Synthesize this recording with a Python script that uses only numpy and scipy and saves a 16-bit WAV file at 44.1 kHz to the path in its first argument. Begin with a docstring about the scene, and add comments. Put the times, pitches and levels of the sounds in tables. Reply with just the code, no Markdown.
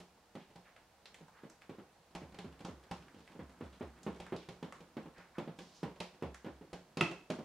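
"""A small quiet kitchen, heard close: two hands pat and press oiled yeast dough on a wooden table.
Each pat is a soft thud pulse, a clap and oily smack of noise grains, and ringing, booming table modes.
Fingers knead, dab and slide (fluttering noise); sticky skin lets go in ticks (grain bursts).
Air under a cupped palm pops (dying sines). Echoes, banded reverberation and room tone surround it."""
import sys
import numpy as np
from scipy import signal
from scipy.fft import rfft, irfft, next_fast_len
from scipy.io import wavfile

SR = 44100
rng = np.random.default_rng(int(sys.argv[2]) if len(sys.argv) > 2 else 0)


def log_audio(samples):
    """Write samples as a 16-bit WAV file to the path given in sys.argv[1]."""
    # one column per channel
    frames = np.atleast_2d(samples).T
    # limit to full scale, then quantise
    limited = np.clip(frames, -1, 1)
    pcm = np.round(limited * 32767).astype(np.int16)
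    wavfile.write(sys.argv[1], SR, pcm)


N = 328104
FRAME_S = 0.03  # a blow's level is its energy averaged over this time

# skin sliding over dough and wood: start_s, length_s, relative_db, centre_hz
RUBS = [(-.04, 0.065, -55, 5400), (0.392, 0.067, -59, 2190), (0.634, 0.066, -59.5, 1770),
        (1.33, 0.13, -61.5, 1460), (3.037, 0.26, -68.5, 3020), (3.722, .06, -58, 3100),
        (3.955, .05, -61, 1810), (4.21, 0.065, -58, 2000), (4.366, 0.1, -62.5, 2820),
        (5.118, 0.16, -59, 1490), (5.342, 0.05, -53.5, 1310), (5.565, 0.28, -59, 4400)]
RUB_HALF_WIDTH_OCT = 0.53

# finger effort, interpolated: time_s, effort_db
HANDWORK_EFFORT = [(0.0, -70.5), (2.18, -67), (2.28, -61), (4.08, -59), (4.27, -58.5), (5.1, -64),
                   (6.51, -65.5), (6.86, -64.5), (7.29, -63.5), (7.44, -58)]
# fingertip touches at full effort
TOUCHES_PER_S, TOUCH_REF_DB, TOUCH_SPREAD_DB = 10, -66, 3

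# hand landing on the dough: start_s, palm_weight_db, finger_smack_db
PATS = [(.002, -63, -66.5), (0.3526, -48.5, -64.5), (0.557, -64.5, -67.5), (1.209, -59, -79),
        (1.4351, -52, -79), (1.6946, -47, -71.5), (1.7844, -51.5, -86), (2.1502, -58.5, -56),
        (2.218, -51, -90), (2.344, -62, -66.5), (2.387, -65, -58.5), (2.4452, -49.5, -76),
        (2.6052, -56.5, -66.5), (2.648, -66, -56.5), (2.6841, -47.5, -85), (2.9115, -50.5, -54),
        (3.1452, -57.5, -76), (3.3519, -57, -87), (3.3926, -47.5, -94), (3.6096, -44.5, -89),
        (3.8091, -43, -88), (4.0653, -39, -84), (4.2001, -54, -59.5), (4.323, -39.5, -87),
        (4.4874, -53.5, -60.5), (4.6272, -43.5, -64.5), (4.8053, -58, -71), (4.9683, -43, -69),
        (5.058, -52, -95), (5.1806, -71, -69), (5.3828, -39, -61.5), (5.4758, -46, -90),
        (5.588, -56.5, -60), (5.8309, -38.5, -61), (6.0021, -59, -51), (6.224, -38.5, -65.5),
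        (6.4455, -47.5, -70), (6.464, -44.5, -75), (6.6112, -55, -95), (6.7303, -50.5, -58.5),
        (6.971, -44.5, -51.5), (7.0093, -36, -44), (7.1119, -49, -60.5), (7.301, -40, -52.5),
        (7.3882, -46.5, -71)]
# clap against palm weight, against finger smack
CLAP_OF_PALM_DB, CLAP_OF_FINGERS_DB = -11, 4.5
# weight that presses through to the wood; ring lost per dB short of it
PRESS_THROUGH_DB, CUSHIONING_DB_PER_DB = -39, 2.6
# fullest ring of the top; ring against finger smack
FULL_RING_DB, RING_OF_FINGERS_DB = -50, 6
# hand's reach from the table's springy front edge: time_s, reach (0 edge .. 1 across the dough)
REACH = [(.35, 1), (1.75, 0.67), (2.15, .03), (3.8, 0.069), (4.3, 0.59), (4.9, 0.43), (5.4, 1), (6.3, .05),
         (7.0, 0.7)]
# sway against palm weight at the edge; loss at full reach
EDGE_SWAY_DB, REACH_LOSS_DB = -3.5, 32.5
# table-top modes: pitch_hz, relative_db, t60_s
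TOP_MODES = [(178.7, 2.5, 0.3), (157, -27, 0.31), (206, -24, 0.13), (367, -9, 0.48), (519.4, -10.5, 0.29),
             (612, -14.5, 0.32), (798, -6, 0.16)]
# boom of the whole table: first_hz, rest_hz, settle_s, t60_s
TABLE_BOOM = (161.4, 64.8, 0.0237, 0.26)

# sticky skin letting go: start_s, relative_db, centre_hz, oiliness_db
TICKS = [(.7617, -46.5, 1500, -6), (1.0565, -41, 2740, -11), (1.1433, -44, 2200, 3.5),
         (1.282, -52.5, 1090, 0), (1.4984, -52, 1300, 12), (1.6152, -45.5, 1640, -2.5),
         (2.5915, -51.5, 2520, 1), (3.08, -50.5, 1400, -5), (3.274, -45.5, 1540, -8), (4.031, -49, 4660, 6),
         (4.2647, -41.5, 1290, -4), (4.362, -42.5, 3360, -9), (4.7227, -38, 1240, -1),
         (6.344, -40, 1500, 3)]
# snapping dough threads, oil-film fizz, dough recoil: levels against the tick
THREADS_DB, THREADS_HALF_WIDTH_OCT = -19, 0.63
FIZZ_DB, FIZZ_HZ, FIZZ_HALF_WIDTH_OCT = -30, 6470, 0.34
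RECOIL_DB, RECOIL_HZ, RECOIL_HALF_WIDTH_OCT = -25.5, 744, 0.54

# air squeezed from under the cupped palm: start_s, pitch_hz, level_db, t60_s
AIR_POPS = [(7.01, 2630, -34, 0.0092), (7.009, 3160, -41.5, 0.0034), (7.0097, 2030, -42.5, 0.0064),
            (7.0103, 1333, -41, 0.0098), (7.0107, 348, -35, 0.028), (7.3015, 624, -42.5, 0.029)]

# spectrum of the pressed dough: freq_hz, relative_db_per_hz
KNEAD_COLOUR = [(60, -7), (160, 12.5), (350, 6), (800, -14), (1500, -4), (3000, -34), (8000, -49)]
# spectrum of the breaking sticky bonds: freq_hz, relative_db_per_hz
BOND_COLOUR = [(400, 8), (1300, 10.5), (2500, -1.5), (4500, -10), (6500, -5.5), (9000, -6), (12000, -17),
               (16000, -30)]
# spectrum of the dough's thud: freq_hz, relative_db_per_hz
THUD_COLOUR = [(30, -40.5), (85, -17), (120, -6.5), (155, 3.5), (240, 2.5), (360, -1), (520, -6),
               (680, -21.5), (1000, -19.5), (2000, -31.5), (6000, -53)]
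# spectrum of the skin's clap: freq_hz, relative_db_per_hz
CLAP_COLOUR = [(100, -28), (400, 5), (800, 4.5), (1300, -3), (2000, -5), (3000, -8), (4500, -22),
               (8000, -55), (16000, -40)]
# spectrum of the oily smack: freq_hz, relative_db_per_hz
SMACK_COLOUR = [(300, 21), (1200, -19), (2500, 9.5), (4200, 5), (6000, -0.5), (8500, -5), (11000, -11.5),
                (16000, -40)]
# spectrum of the quiet room: freq_hz, relative_db_per_hz
ROOM_TONE_COLOUR = [(15, -34), (25, -2), (79, -4), (126, -11.5), (246, -13.5), (410, -13), (469, -4.5),
                    (552, -8), (782, -6), (871, -7.5), (997, -8.5), (1200, -12.5), (3440, -19.5),
                    (4260, -19), (15500, -31)]
ROOM_TONE_DB = -67.5

# reflections from nearby surfaces: delay_s, level_db
ECHOES = [(.0054, -17.5), (0.0123, -26), (0.0186, -15), (.0316, -23.5)]
# decay of the kitchen: freq_hz, t60_s
ROOM_T60 = [(100, 0.15), (350, 0.26), (900, 0.28), (2500, 0.34), (6000, 0.37), (14000, 0.27)]
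# reverberation spectrum: freq_hz, relative_db
ROOM_SPECTRUM = [(100, -6.5), (350, -1), (900, 4.5), (2500, 0.5), (6000, 4), (14000, -4.5)]
# left-right correlation of diffuse sound: freq_hz, correlation (-1 .. 1)
LIKENESS = [(60, .9), (150, .96), (300, .96), (600, .86), (1200, .74), (2500, .6), (5000, .25), (9000, 0),
            (15000, -.3)]
CUTOFF_HZ = 15750


def from_db(db):
    """Decibels to gain."""
    return 10 ** (np.asarray(db) / 20)


def at_hz(points, hz):
    """Read a table along a log-frequency axis."""
    known_hz, values = np.transpose(points)
    return np.interp(np.log(np.maximum(hz, 1)), np.log(known_hz), values)


def unit(x):
    """Scale to an energy of one."""
    return x / np.sqrt(np.sum(x ** 2))


def add(out, start_s, sound):
    """Mix a short sound in at start_s."""
    start = int(round(start_s * SR))
    part = sound[max(-start, 0):max(N - start, 0)]
    first = max(start, 0)
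    out[first:first + len(part)] += part


def through(x, response):
    """Convolve a sound with an impulse response."""
    return signal.oaconvolve(np.atleast_2d(x), np.atleast_2d(response), axes=-1)[:, :N]


def colour(x, spectrum, size=4096):
    """Causal minimum-phase filter with the given spectrum; white noise keeps its power."""
    gain = from_db(at_hz(spectrum, np.fft.rfftfreq(size, 1 / SR)))
    cepstrum = irfft(np.log(gain))
    cepstrum[1:size // 2] *= 2
    cepstrum[size // 2 + 1:] = 0
    return through(x, unit(irfft(np.exp(rfft(cepstrum)))))


def around(x, hz, half_width_oct):
    """Broad resonance around a centre; white noise keeps its power."""
    edges_hz = hz * 2 ** (max(half_width_oct, 0.05) * np.array([-1, 1]))
    edges_hz = np.minimum(edges_hz, [SR / 3, SR * 0.45])
    sos = signal.butter(2, edges_hz, "band", fs=SR, output="sos")
    return signal.sosfilt(sos, x) * np.sqrt(SR / 2 / np.diff(edges_hz))


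def stereo_noise(size):
    """White noise at two close microphones, correlated by frequency as in LIKENESS."""
    mid, side = rfft(rng.standard_normal((2, size)))
    alike = np.clip(at_hz(LIKENESS, np.fft.rfftfreq(size, 1 / SR)), -1, 1)
    common = np.sqrt((1 + alike) / 2) * mid
    opposed = np.sqrt((1 - alike) / 2) * side * [[1], [-1]]
    return irfft(common + opposed, size)


def flutter(per_s, depth_db):
    """Random wavering gain of unit power, bounded before scaling to twice depth_db either way."""
    knots = 2 * np.tanh(rng.standard_normal(N // 20) / 2)
    wander = np.interp(np.arange(N) / SR * per_s, np.arange(len(knots)), knots)
    gain = from_db(depth_db * wander)
    return gain / np.sqrt(np.mean(gain ** 2))


def mode(hz, t60_s, swells=False):
    """Dying sine of unit energy; a swelling one takes some cycles to build up."""
    t = np.arange(SR // 2) / SR
    return unit(np.sin(2 * np.pi * hz * t) * from_db(-60 * t / t60_s) * (t if swells else 1))


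def blows(times_s, levels_db):
    """One impulse a blow, holding the energy of its level over one frame."""
    out = np.zeros(N)
    places = np.clip(np.round(np.asarray(times_s) * SR).astype(int), 0, N - 1)
    np.add.at(out, places, from_db(levels_db) * np.sqrt(FRAME_S * SR))
    return out


def shower(rise_s, decay_s, grain_db):
    """Tiny contacts of uneven size that thicken and die; energy of one frame."""
    t = np.arange(SR // 10) / SR
    sizes, spread = rng.standard_normal((2, len(t)))
    envelope = (1 - np.exp(-t / rise_s)) * np.exp(-t / decay_s)
    return unit(sizes * from_db(grain_db * spread) * envelope) * np.sqrt(FRAME_S * SR)


def patter(times_s, levels_db, rise_s, decay_s, grain_db):
    """A fresh shower of contacts for each blow."""
    out = np.zeros(N)
    for start_s, db, decay in zip(times_s, levels_db, np.broadcast_to(decay_s, len(times_s))):
        add(out, start_s, from_db(db) * shower(rise_s, decay, grain_db))
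    return out


def rubs():
    """Sliding skin sticks and slips in fine grains that swell and fade with the stroke."""
    out, n = np.zeros(N), np.arange(N)
    slips = rng.standard_normal(N) * flutter(per_s=1800, depth_db=5.5) * flutter(per_s=34, depth_db=5)
    for start_s, length_s, db, hz in RUBS:
        span = n[max(int(start_s * SR), 0):max(int((start_s + length_s) * SR), 2)]
        stroke = np.sqrt(abs(np.sin(np.pi * (span / SR - start_s) / length_s)))
        out[span] += from_db(db - 9) * stroke * around(slips[span], hz, RUB_HALF_WIDTH_OCT)
    return out


def handwork():
    """Pressing squishes dough in soft lumps; the harder the press, the more sticky bonds break."""
    effort = from_db(np.interp(np.arange(N) / SR, *np.transpose(HANDWORK_EFFORT)))
    lumps = rng.standard_normal(N) * flutter(per_s=70, depth_db=4)
    bonds_per_s = 300  # at full effort
    breaks = rng.random(N) < bonds_per_s * (effort / effort.max()) ** 2 / SR
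    crackle = breaks * rng.standard_normal(N) / 2 * np.sqrt(SR / bonds_per_s)
    kneading = from_db(-8.5) * colour(effort * lumps, KNEAD_COLOUR)
    return kneading + from_db(-8) * colour(effort * crackle, BOND_COLOUR)


def room_tone():
    """Steady coloured stereo noise of the quiet room."""
    return from_db(ROOM_TONE_DB) * colour(stereo_noise(N), ROOM_TONE_COLOUR)


def thuds(times_s, thud_db):
    """Dough cushions the blow to one soft pulse; the rest of the hand settles after it."""
    landing = from_db(-3) * blows(times_s, thud_db)
    settling = from_db(-4) * patter(times_s, thud_db, rise_s=0.011, decay_s=0.011, grain_db=4)
    return colour(landing + settling, THUD_COLOUR)


def skin(times_s, clap_db, smack_db):
    """A dry palm claps softly and longer; oily fingers snap fast and crackle after."""
    dryness = np.clip((clap_db - smack_db - 1.5) / 10, 0, 1)
    contact_s = 0.0037 + 0.011 * dryness
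    clap = from_db(-1) * patter(times_s, clap_db, rise_s=0.0022, decay_s=contact_s, grain_db=6)
    snap = patter(times_s, smack_db, rise_s=0.0015, decay_s=0.003, grain_db=5)
    crackle = patter(times_s, smack_db, rise_s=0.0049, decay_s=0.0071, grain_db=16)
    smack = from_db(3.5) * snap + from_db(-6) * crackle
    return colour(clap, CLAP_COLOUR) + colour(smack, SMACK_COLOUR)


def table(times_s, ring_db, sway_db):
    """The top rings at once; the boom of the whole table swells later and falls in pitch."""
    top = sum(from_db(db) * mode(hz, t60_s) for hz, db, t60_s in TOP_MODES)
    first_hz, rest_hz, settle_s, t60_s = TABLE_BOOM
    t = np.arange(SR // 2) / SR
    hz = rest_hz + (first_hz - rest_hz) * np.exp(-t / settle_s)
    boom = unit(np.sin(2 * np.pi * np.cumsum(hz) / SR) * t * from_db(-60 * t / t60_s))
    return through(blows(times_s, ring_db), top) + through(blows(times_s, sway_db), boom)


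def pats():
    """Weight and smack set clap and ring; the table sways most when struck near its edge."""
    times_s, weight_db, smack_db = np.transpose(PATS)
    palm_clap = from_db(weight_db + CLAP_OF_PALM_DB)
    finger_clap = from_db(smack_db + CLAP_OF_FINGERS_DB)
    clap_db = 20 * np.log10(np.hypot(palm_clap, finger_clap))
    pressed_db = FULL_RING_DB - CUSHIONING_DB_PER_DB * (PRESS_THROUGH_DB - weight_db)
    ring_db = np.minimum(np.maximum(pressed_db, smack_db + RING_OF_FINGERS_DB), FULL_RING_DB)
    reach = np.interp(times_s, *np.transpose(REACH))
    sway_db = weight_db + EDGE_SWAY_DB - REACH_LOSS_DB * reach
    patting = thuds(times_s, weight_db) + skin(times_s, clap_db, smack_db)
    return patting, table(times_s, ring_db, sway_db)


def touches():
    """Fingertips dab at random, more often and more firmly the harder the hands work."""
    times_s = np.sort(rng.uniform(0, N / SR, size=150))  # candidates, thinned below
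    chance, strength = rng.random(len(times_s)), rng.standard_normal(len(times_s))
    effort_db = np.interp(times_s, *np.transpose(HANDWORK_EFFORT))
    effort_db = effort_db - effort_db.max()
    lands = chance < TOUCHES_PER_S * from_db(effort_db) * N / SR / len(times_s)
    db = (TOUCH_REF_DB + effort_db / 2 + TOUCH_SPREAD_DB * strength)[lands]
    return thuds(times_s[lands], db - 3) + skin(times_s[lands], clap_db=db - 3, smack_db=db - 9.5)


def ticks():
    """Dough threads break in a short burst; the oil film fizzes and the dough snaps back."""
    out = np.zeros(N)
    for start_s, db, hz, oil_db in TICKS:
        burst = shower(rise_s=0.00062, decay_s=0.0029, grain_db=15.5)
        threads = from_db(THREADS_DB) * around(burst, hz, THREADS_HALF_WIDTH_OCT)
        fizz = from_db(FIZZ_DB + oil_db) * around(burst, FIZZ_HZ, FIZZ_HALF_WIDTH_OCT)
        recoil = from_db(RECOIL_DB) * around(burst, RECOIL_HZ, RECOIL_HALF_WIDTH_OCT)
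        add(out, start_s, from_db(db) * (threads + fizz + recoil))
    return out


def air_pop():
    """Air pocketed under the palm rings for a few cycles."""
    return sum(through(blows([start_s], [db]), mode(hz, t60_s, swells=True))
               for start_s, hz, db, t60_s in AIR_POPS)


def echoed(x, wall_hz):
    """Add the dull early reflections of floor, cupboards and walls."""
    lowpass = signal.butter(1, min(wall_hz, SR / 3), fs=SR, output="sos")
    dull = signal.sosfilt(lowpass, x)[0]
    n = np.arange(N)
    return x + sum(from_db(db) * np.interp(n - delay_s * SR, n, dull, left=0)
                   for delay_s, db in ECHOES)


def reverberation(x, build_s):
    """Diffuse kitchen sound: third-octave energy builds and dies, carried by scrambled-phase noise."""
    edges_hz = 70 * 2 ** (np.arange(25) / 3)
    white = [stereo_noise(next_fast_len(N, True))[:, :N] for _ in range(2)]
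    build = np.exp(-1 / (build_s * SR))
    out = 0
    for k, (low_hz, high_hz) in enumerate(zip(edges_hz, edges_hz[1:])):
        band = signal.butter(2, [low_hz, high_hz], "band", fs=SR, output="sos")
        hz = np.sqrt(low_hz * high_hz)
        keep = from_db(-60 / (at_hz(ROOM_T60, hz) * SR)) ** 2  # energy kept per sample
        fed = signal.lfilter([1 - build], [1, -build], signal.sosfilt(band, x[0]) ** 2)
        stored = signal.lfilter([1 - keep], [1, -keep], fed)
        # neighbouring bands take different noise
        diffuse = signal.sosfilt(band, white[k % 2]) * np.sqrt(SR / 2 / (high_hz - low_hz))
        out = out + from_db(at_hz(ROOM_SPECTRUM, hz)) * np.sqrt(stored) * diffuse
    return out


def afterglow(x, t60_s):
    """A pitched sound keeps its pitch as it bounces round the kitchen."""
    t = np.arange(SR // 2) / SR
    return through(x, np.sqrt(2) * unit(stereo_noise(len(t)) * from_db(-60 * t / t60_s)))


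def scene():
    """Hands and table close by, the kitchen around them."""
    patting, wood = pats()
    hands = rubs() + handwork() + patting + touches() + ticks()
    pop = air_pop()
    near = echoed(hands + pop, wall_hz=2300) + wood
    far = from_db(-1.5) * reverberation(hands, build_s=0.00027)
    far = far + from_db(-3.5) * afterglow(pop, t60_s=0.4)
    balance = from_db([[-0.7], [0.7]])  # left, right
    return (near + far + room_tone()) * balance


def record(dry):
    """The microphone sheds the deepest bass; the top is cut steeply."""
    thin = signal.sosfilt(signal.butter(2, 46, "high", fs=SR, output="sos"), dry)
    steep = signal.ellip(10, 0.1, 70, CUTOFF_HZ, fs=SR, output="sos")
    return signal.sosfilt(steep, thin)


dry = scene()
out = record(dry)
log_audio(out)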